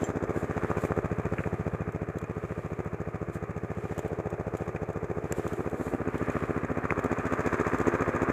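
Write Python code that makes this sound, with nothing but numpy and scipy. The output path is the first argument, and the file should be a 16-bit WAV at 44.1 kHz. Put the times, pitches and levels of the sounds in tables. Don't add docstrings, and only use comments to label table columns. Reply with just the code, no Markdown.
import sys
import numpy as np
from scipy import signal
from scipy.fft import rfft, irfft, next_fast_len
from scipy.io import wavfile
from scipy.ndimage import uniform_filter1d

SR = 44100
rng = np.random.default_rng(int(sys.argv[2]) if len(sys.argv) > 2 else 0)


def wrap_up_sound(samples):
    columns = np.atleast_2d(samples).T
    tamed = np.clip(columns, -1, 1)
    steps = np.round(tamed * 32767).astype(np.int16)
    wavfile.write(sys.argv[1], SR, steps)


N = 366912
TIME = np.arange(N) / SR

# [f/Hz, level/dB]
HUSH_SPECTRUM = [(20, 0), (35, -4), (60, 9), (300, -16), (2400, 12), (3200, -16.5), (5400, -16.5),
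                 (7000, -12.5), (9000, -19), (15000, -20)]

# [middle t/s, length t/s, level/dB]
RUBS = [(.04, 0.1, -51), (.68, .6, -57.5), (1.46, 0.63, -62.5), (2.55, 0.43, -63), (3.93, 0.35, -58),
        (4.62, .14, -62), (5.45, 0.39, -56.5), (6.33, 0.51, -55), (7.6, 1.5, -58)]
# [f/Hz, level/dB]
RUSTLE_SPECTRUM = [(700, -13), (1800, 18.5), (3000, 5), (4500, -5), (5700, -5), (7200, 2), (9000, -7),
                   (13000, -10.5), (15500, -15)]
# [middle t/s, length t/s, level/dB]
SWISHES = [(0.393, 0.11, -58.5), (0.838, 0.1, -54.5), (1.425, 0.15, -66), (3.35, 0.046, -57.5),
           (5.38, 0.046, -57), (5.543, 0.27, -63), (5.857, 0.2, -57)]
# [f/Hz, level/dB]
SWISH_SPECTRUM = [(2000, 3), (3500, 2.5), (5500, -4), (7300, 9.5), (9000, 0.5), (13500, -2), (15500, -10)]
# [t/s, peak level/dB]
TICKS = [(.042, -44), (2.185, -40.5), (2.847, -48), (3.348, -49), (3.98, -37), (3.991, -36.5), (4.079, -45),
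         (4.303, -46), (4.57, -39.5), (5.478, -34.5), (5.532, -40), (5.698, -43), (6.18, -40.5),
         (6.996, -41), (7.041, -36.5), (7.785, -38)]
# [f/Hz, level/dB]
TICK_SPECTRUM = [(700, 5), (2000, -17), (3200, 5), (5000, -9), (7200, 9), (9500, -5.5), (13500, -4),
                 (16000, -2.5)]
# [t/s, peak level/dB, tail decay t/s]
KNOCKS = [(1.383, -25.5, 0.0035), (1.391, -30.5, 0.0095), (1.4382, -27, 0.0041), (4.762, -33, 0.0061),
          (6.9063, -14, 0.00084)]
# [f/Hz, level/dB]
KNOCK_SPECTRUM = [(300, -28), (900, -16), (1500, 6.5), (1900, 5), (2500, 1), (2850, -15.5), (3200, -27),
                  (4200, -49), (7000, -34), (14000, -61)]
# [t/s, peak level/dB, tail decay t/s]
SNAPS = [(5.324, -16.5, 0.0016)]
# [f/Hz, level/dB]
SNAP_SPECTRUM = [(800, -10), (1800, 7), (2400, 0), (3100, -13), (3700, -12), (4500, -18), (5700, -9),
                 (6400, -6), (7200, 5), (8300, -2), (9300, -15), (10500, -12), (13000, -17), (15500, -30)]
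# [f/Hz, level/dB re HOOK_DB, 60 dB decay t/s]
HOOK_MODES = [(3180, -7, 0.048), (6220, -8, 0.12), (7224, -4, 0.098), (7320, -0.5, 0.11),
              (15200, -21, 0.087)]

# [t/s, crank speed/(revolutions a minute)]
IDLE_RPM = [(0.0, 1680.6), (0.14, 1763.0), (0.76, 1766.3), (1.05, 1718.8), (1.64, 1760.8), (1.8, 1676.3),
            (2.01, 1722.1), (3.02, 1689.2), (3.81, 1745.2), (4.22, 1716.2), (5.33, 1696.7), (5.86, 1764.7),
            (6.23, 1700.4), (7.11, 1762.0), (7.16, 1716.0), (7.76, 1778.8), (8.07, 1696.3), (8.32, 1758.4)]
# [delay t/s, thump level/dB, bark level/dB, rasp level/dB]
STROKES = [(0, 0, 4, 7), (0.0118, -2, 5.5, 7.5), (0.0195, -15.5, -12, -6)]
# [t/s, extra level/dB]
HARD_FIRINGS = [(.71, 1), (.85, 3.5), (.98, 4), (1.33, 2.5), (1.67, 4.5), (2.79, 4.5), (3.98, 3), (4.05, 2),
                (4.54, 2.5), (5.39, 3), (5.94, 3), (7.12, 2.5), (7.87, 3)]
# [t/s, peak level/dB]
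POPS = [(.1, -30), (.51, -26), (.58, -23), (.65, -23), (.71, -16.5), (.92, -21), (.99, -24), (1.33, -30),
        (5.47, -24.5), (6.37, -25.5), (6.85, -20.5), (6.92, -16.5), (7.13, -19), (7.54, -38)]
# [f/Hz, level/dB]
POP_SPECTRUM = [(300, -4), (700, -4), (1200, 15.5), (1700, -1), (2400, -35), (3000, -37), (6000, -59)]

# [t/s, level/dB]
THUMP_DB = [(0, -38), (.3, -37.5), (1.02, -34.5), (1.75, -35), (2.15, -38.5), (5.4, -38.5), (5.85, -40.5),
            (6.25, -37), (7.3, -38), (8.32, -36.5)]
# [t/s, level/dB]
BARK_DB = [(0, -32.5), (.45, -35), (.9, -34), (2.1, -39.5), (3.8, -40), (4.08, -36), (4.75, -36.5),
           (5.5, -35.5), (6.8, -35), (7.95, -31), (8.32, -31.5)]
# [t/s, level/dB]
BOOM_DB = [(0, -35.5), (1.25, -44), (3.5, -49), (5.1, -48), (5.8, -36), (6.6, -36), (8.32, -32.5)]
# [t/s, level/dB]
HISS_DB = [(0, -61.5), (2.2, -73), (5, -67.5), (6.3, -75), (7.5, -56.5), (8.32, -59.5)]
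# [t/s, level/dB]
BLOCK_DB = [(0, -45.5), (.7, -40.5), (1.15, -43.8), (2.15, -47.5), (3.7, -48.5), (5.05, -48.5), (5.85, -46),
            (6.3, -39), (6.7, -39.8), (7.55, -34), (8.32, -34)]

# [f/Hz, level/dB]
THUMP_SPECTRUM = [(20, -68), (29, -44), (43, -27), (57, -3.5), (72, -0.5), (100, 0.5), (115, 4), (160, 1.5),
                  (210, 3.5), (290, -33.5), (600, -75), (1200, -99)]
# [f/Hz, level/dB]
BARK_SPECTRUM = [(40, -40), (60, -7), (150, -42), (260, -9), (350, 1), (480, -3.5), (620, 0), (780, -8.5),
                 (950, -24), (1200, -24.5), (2000, -31.5), (2600, -74), (3300, -135)]
# [f/Hz, level/dB]
BOOM_SPECTRUM = [(140, -85), (210, 5.5), (250, 16), (300, 13.5), (370, 1), (520, -62)]
# [f/Hz, level/dB]
RASP_SPECTRUM = [(100, -30), (250, -2), (450, 7.5), (700, -5), (950, 2.5), (1300, -3.5), (1800, -37),
                 (2500, -17), (3000, -32), (4300, -39), (9000, -66)]
# [f/Hz, level/dB]
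HISS_SPECTRUM = [(2000, -27), (3500, 4), (4300, -8), (5000, 0.5), (5600, -4), (6400, 8), (7600, 3.5),
                 (9000, -9.5), (13000, -12), (15500, -27)]
# [f/Hz, level/dB]
DRONE_SPECTRUM = [(25, -35), (50, -3), (90, -16), (180, -13), (270, -11.5), (340, 4), (425, 2), (520, -0.5),
                  (720, -2.5), (950, -13.5), (1500, -15), (3000, -56)]
# [f/Hz, level/dB]
CLATTER_SPECTRUM = [(200, -21), (500, -16), (750, -12.5), (930, 1), (1120, 4.5), (1370, 1), (1700, 1.5),
                    (2100, -7), (2480, -9), (2900, -28), (4300, -36.5), (7000, -53), (9500, -48),
                    (15000, -56)]
# [f/Hz, level/dB]
SHIELD_SPECTRUM = [(1200, -43), (1700, 0.5), (2100, -3), (2420, -1), (2700, -12.5), (3000, -23),
                   (5000, -35)]
# [f/Hz, width f/Hz, level/dB]
SILENCER_MODES = [(114.8, 25, -4.5), (154.4, 5.9, -11.5), (207, 23, -29.5), (240, 38, -12), (324, 15, -17),
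                  (415, 54, -4.5), (570, 24, -13), (787, 33, -17)]
# [share of the cycle after the first pulse, level/dB]
VALVE_CYCLE = [(0, -5.5), (.08, -5), (.17, 0), (.3, -7.5), (.45, -6.5), (.6, -10), (.75, -4.5), (.88, -5),
               (1, -1.5)]
# [f/Hz, width f/Hz of each of two passes, level/dB]
HEAD_MODES = [(2422, 100, 2), (6570, 300, -6.5), (7380, 400, -10.5)]

RUB_REST_DB = -68
SMALL_TICKS_PER_S, SMALL_TICK_DB, SMALL_TICK_SPREAD_DB = 1.5, -47.5, 0.5
HOOK_S, HOOK_DB = .041, -38.5
FIRST_FIRING_S = .0212
WHINE_HZ, WHINE_WIDTH_HZ = 1217.5, 112
WHINE_DB, WHINE_FOLLOW = -15.5, 0.82
TAPPET_DB, TAPPET_SPREAD_DB = -23.5, 7.5
LOW_CUT_HZ, EDGE_HZ = 12, 15300
BURST_LEAD_S = .002


def amp(db):
    return 10 ** (np.asarray(db) / 20)


def evened(x):
    return x / np.sqrt(np.mean(x ** 2) + 1e-20)


def curve(rows, at=TIME):
    return np.interp(at, *np.transpose(rows))


def colour(x, points, lag=0):
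    hz, db = np.transpose(points)
    size = next_fast_len(len(x) + 4096)
    f = np.fft.rfftfreq(size, 1 / SR)
    gain = amp(np.interp(np.log(f + 1), np.log(hz), db))
    return irfft(rfft(x, size) * np.exp(-1j * lag) * gain, size)[:len(x)]


def noise(points, gate=1):
    return evened(colour(rng.standard_normal(N) * gate, points))


def ring(x, hz, width):
    r = np.exp(-np.pi * width / SR)
    return 2 * signal.lfilter([1 - r], [1, -r * np.exp(2j * np.pi * hz / SR)], x).real


def impulses(times, sizes):
    out = np.zeros(N)
    inside = (times >= 0) & (times < TIME[-1])
    np.add.at(out, (times[inside] * SR).astype(int), sizes[inside])
    return out


def grain(per_s, size_db):
    contacts = rng.random(N) < per_s / SR
    return contacts * amp(size_db * np.minimum(rng.exponential(1, N), 4))


def puffs(clicks, lead, decay):
    u = np.arange(SR // 20) / SR / decay
    return signal.oaconvolve(clicks, u * np.exp(-u))[int(abs(lead) * SR):][:N]


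def swells(rows):
    return sum(amp(db) * np.exp(-(2 * (TIME - s) / length) ** 2) for s, length, db in rows)


def burst(points, decay, grit):
    t = (np.arange(SR // 10) - SR // 500) / SR
    tail = grit * rng.standard_normal(len(t)) * (t >= 0) * np.exp(-abs(t) / decay)
    crack = colour((t == 0) + tail, points)
    return crack / abs(crack).max()


def add(mix, s, sound):
    part = mix[max(round(s * SR), 0):][:len(sound)]
    part += sound[:len(part)]


def hush():
    return amp(-60) * noise(HUSH_SPECTRUM)


def forest(x, t60=0.09, wet_db=-19):
    t = np.arange(SR // 2) / SR
    sparse = rng.random(len(t)) < 2000 / SR
    taps = rng.standard_normal(len(t)) * sparse * (t > .012) * amp(-60 * t / t60)
    taps = colour(taps, [(60, -21), (300, 3.0), (2000, -5), (10000, 2.5)])
    return x + amp(wet_db) * signal.oaconvolve(x, taps / np.linalg.norm(taps))[:N]


def rubbing():
    rustle = noise(RUSTLE_SPECTRUM, grain(per_s=6400, size_db=2.0))
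    swish = noise(SWISH_SPECTRUM, grain(per_s=9500, size_db=2.0))
    return (amp(RUB_REST_DB) + swells(RUBS)) * rustle + swells(SWISHES) * swish


def contacts():
    out = np.zeros(N)
    for s, db, decay in KNOCKS:
        add(out, s - BURST_LEAD_S, amp(db) * burst(KNOCK_SPECTRUM, decay, grit=0.65))
    for s, db, decay in SNAPS:
        add(out, s - BURST_LEAD_S, amp(db) * burst(SNAP_SPECTRUM, decay, grit=0.15))
    s, db = np.transpose(TICKS)
    small = amp(SMALL_TICK_DB) * grain(SMALL_TICKS_PER_S, SMALL_TICK_SPREAD_DB)
    ticks = impulses(s, amp(db)) + small
    for at in np.flatnonzero(ticks):
        add(out, at / SR - BURST_LEAD_S, ticks[at] * burst(TICK_SPECTRUM, decay=0.0037, grit=1.0))
    return out


def hook():
    out = np.zeros(N)
    t = np.arange(SR // 4) / SR
    ping = sum(amp(db - 60 * t / t60) * np.sin(2 * np.pi * hz * t) for hz, db, t60 in HOOK_MODES)
    add(out, HOOK_S, amp(HOOK_DB) * ping)
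    return out


def handling():
    return rubbing() + contacts() + hook()


def cycles():
    done = np.cumsum(curve(IDLE_RPM)) / (2 * 60 * SR)
    return done - np.interp(FIRST_FIRING_S, TIME, done)


def firings():
    done = cycles()
    return np.interp(np.arange(done[-1]), done, TIME)


def strokes():
    thump_spread_db, bark_spread_db, rasp_spread_db, jitter_s = .3, 1.1, 2, .00012
    starts = firings()
    extra_db = np.zeros(len(starts))
    for when, db in HARD_FIRINGS:
        extra_db[np.argmin(abs(starts - when))] += db
    thump, bark, rasp = np.zeros((3, N))
    for delay, thump_db, bark_db, rasp_db in STROKES:
        a, b, c, d = rng.standard_normal((len(starts), 4)).T
        at = starts + delay + jitter_s * d
        thump += impulses(at, amp(thump_db + thump_spread_db * a))
        bark += impulses(at, amp(bark_db + bark_spread_db * b + extra_db))
        rasp += impulses(at, amp(rasp_db + rasp_spread_db * c + extra_db))
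    return thump, bark, rasp


def intake(hz=425, length=.026):
    t = np.arange(0, length, 1 / SR)
    hoot = np.sin(2 * np.pi * hz * t) * np.sin(np.pi * (t / length) ** 2)
    starts = firings() - length
    return evened(signal.oaconvolve(impulses(starts, np.ones(len(starts))), hoot)[:N])


def tappets():
    scatter_s = .002
    at = np.concatenate([firings() + delay for delay, *_ in STROKES[:2]])
    shift, size = rng.standard_normal((len(at), 2)).T
    clicks = impulses(at + scatter_s * shift, amp(TAPPET_SPREAD_DB * size))
    head = sum(amp(db) * evened(ring(ring(clicks, hz, width), hz, width)) for hz, width, db in HEAD_MODES)
    return amp(curve(BLOCK_DB) + TAPPET_DB) * evened(head)


def machinery(rasp):
    block = amp(curve(BLOCK_DB))
    valves = amp(curve(VALVE_CYCLE, cycles() % 1))
    buzz = amp(-24.5) * block ** 0.76 * noise(SHIELD_SPECTRUM, puffs(rasp, lead=0.0022, decay=0.0026))
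    drone = amp(curve(BARK_DB) - 4.5) * noise(DRONE_SPECTRUM, valves)
    drone += amp(curve(BOOM_DB) - 10) * noise(BOOM_SPECTRUM, valves)
    clatter = amp(-2.0) * block * noise(CLATTER_SPECTRUM, valves * grain(per_s=3000, size_db=0.5))
    casing = rng.standard_normal(N) * valves
    for _ in range(2):
        casing = ring(casing, WHINE_HZ, WHINE_WIDTH_HZ)
    whine = amp(WHINE_DB) * block ** WHINE_FOLLOW * evened(casing)
    return buzz + drone + clatter + whine


def pops():
    out = np.zeros(N)
    pulses = firings() + STROKES[1][0]
    for s, db in POPS:
        nearest = pulses[np.argmin(abs(pulses - s))]
        add(out, nearest - BURST_LEAD_S, amp(db) * burst(POP_SPECTRUM, decay=0.00044, grit=0.095))
    return out


def exhaust(thump, bark, rasp):
    bark_gain = amp(curve(BARK_DB))
    thumps = colour(thump, THUMP_SPECTRUM, lag=.95)
    bounced = bark + .4 * np.roll(bark, round(.0023 * SR))
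    barks = colour(bounced, BARK_SPECTRUM, lag=.3)
    pulses = amp(curve(THUMP_DB) - .5) * evened(thumps) + amp(-4.5) * bark_gain * evened(barks)
    pulses += amp(curve(BOOM_DB) - 5.0) * evened(colour(bark, BOOM_SPECTRUM))
    pipe = pulses + sum(amp(db) * ring(pulses, hz, width) for hz, width, db in SILENCER_MODES)
    gas = amp(-15.0) * bark_gain * noise(RASP_SPECTRUM, puffs(rasp, lead=0.0029, decay=0.0014))
    flow = 0.15 + uniform_filter1d(puffs(rasp, lead=0.0029, decay=0.0024), size=150)
    hiss = amp(curve(HISS_DB)) * noise(HISS_SPECTRUM, flow)
    return pipe + gas + hiss


def engine():
    thump, bark, rasp = strokes()
    air = amp(curve(BARK_DB) - 11.5) * intake()
    return exhaust(thump, bark, rasp) + air + machinery(rasp) + tappets()


def scene():
    bike = forest(engine() + pops(), wet_db=-24.5)
    return (hush() + handling() + bike)[None]


def record(dry):
    low_cut = signal.butter(1, LOW_CUT_HZ, "highpass", fs=SR, output="sos")
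    cut = signal.sosfilt(low_cut, dry)
    band_limit = signal.firwin(511, EDGE_HZ, window=("kaiser", 9), fs=SR)
    return signal.oaconvolve(cut, band_limit[None], "same")


dry = scene()
out = record(dry)
wrap_up_sound(out)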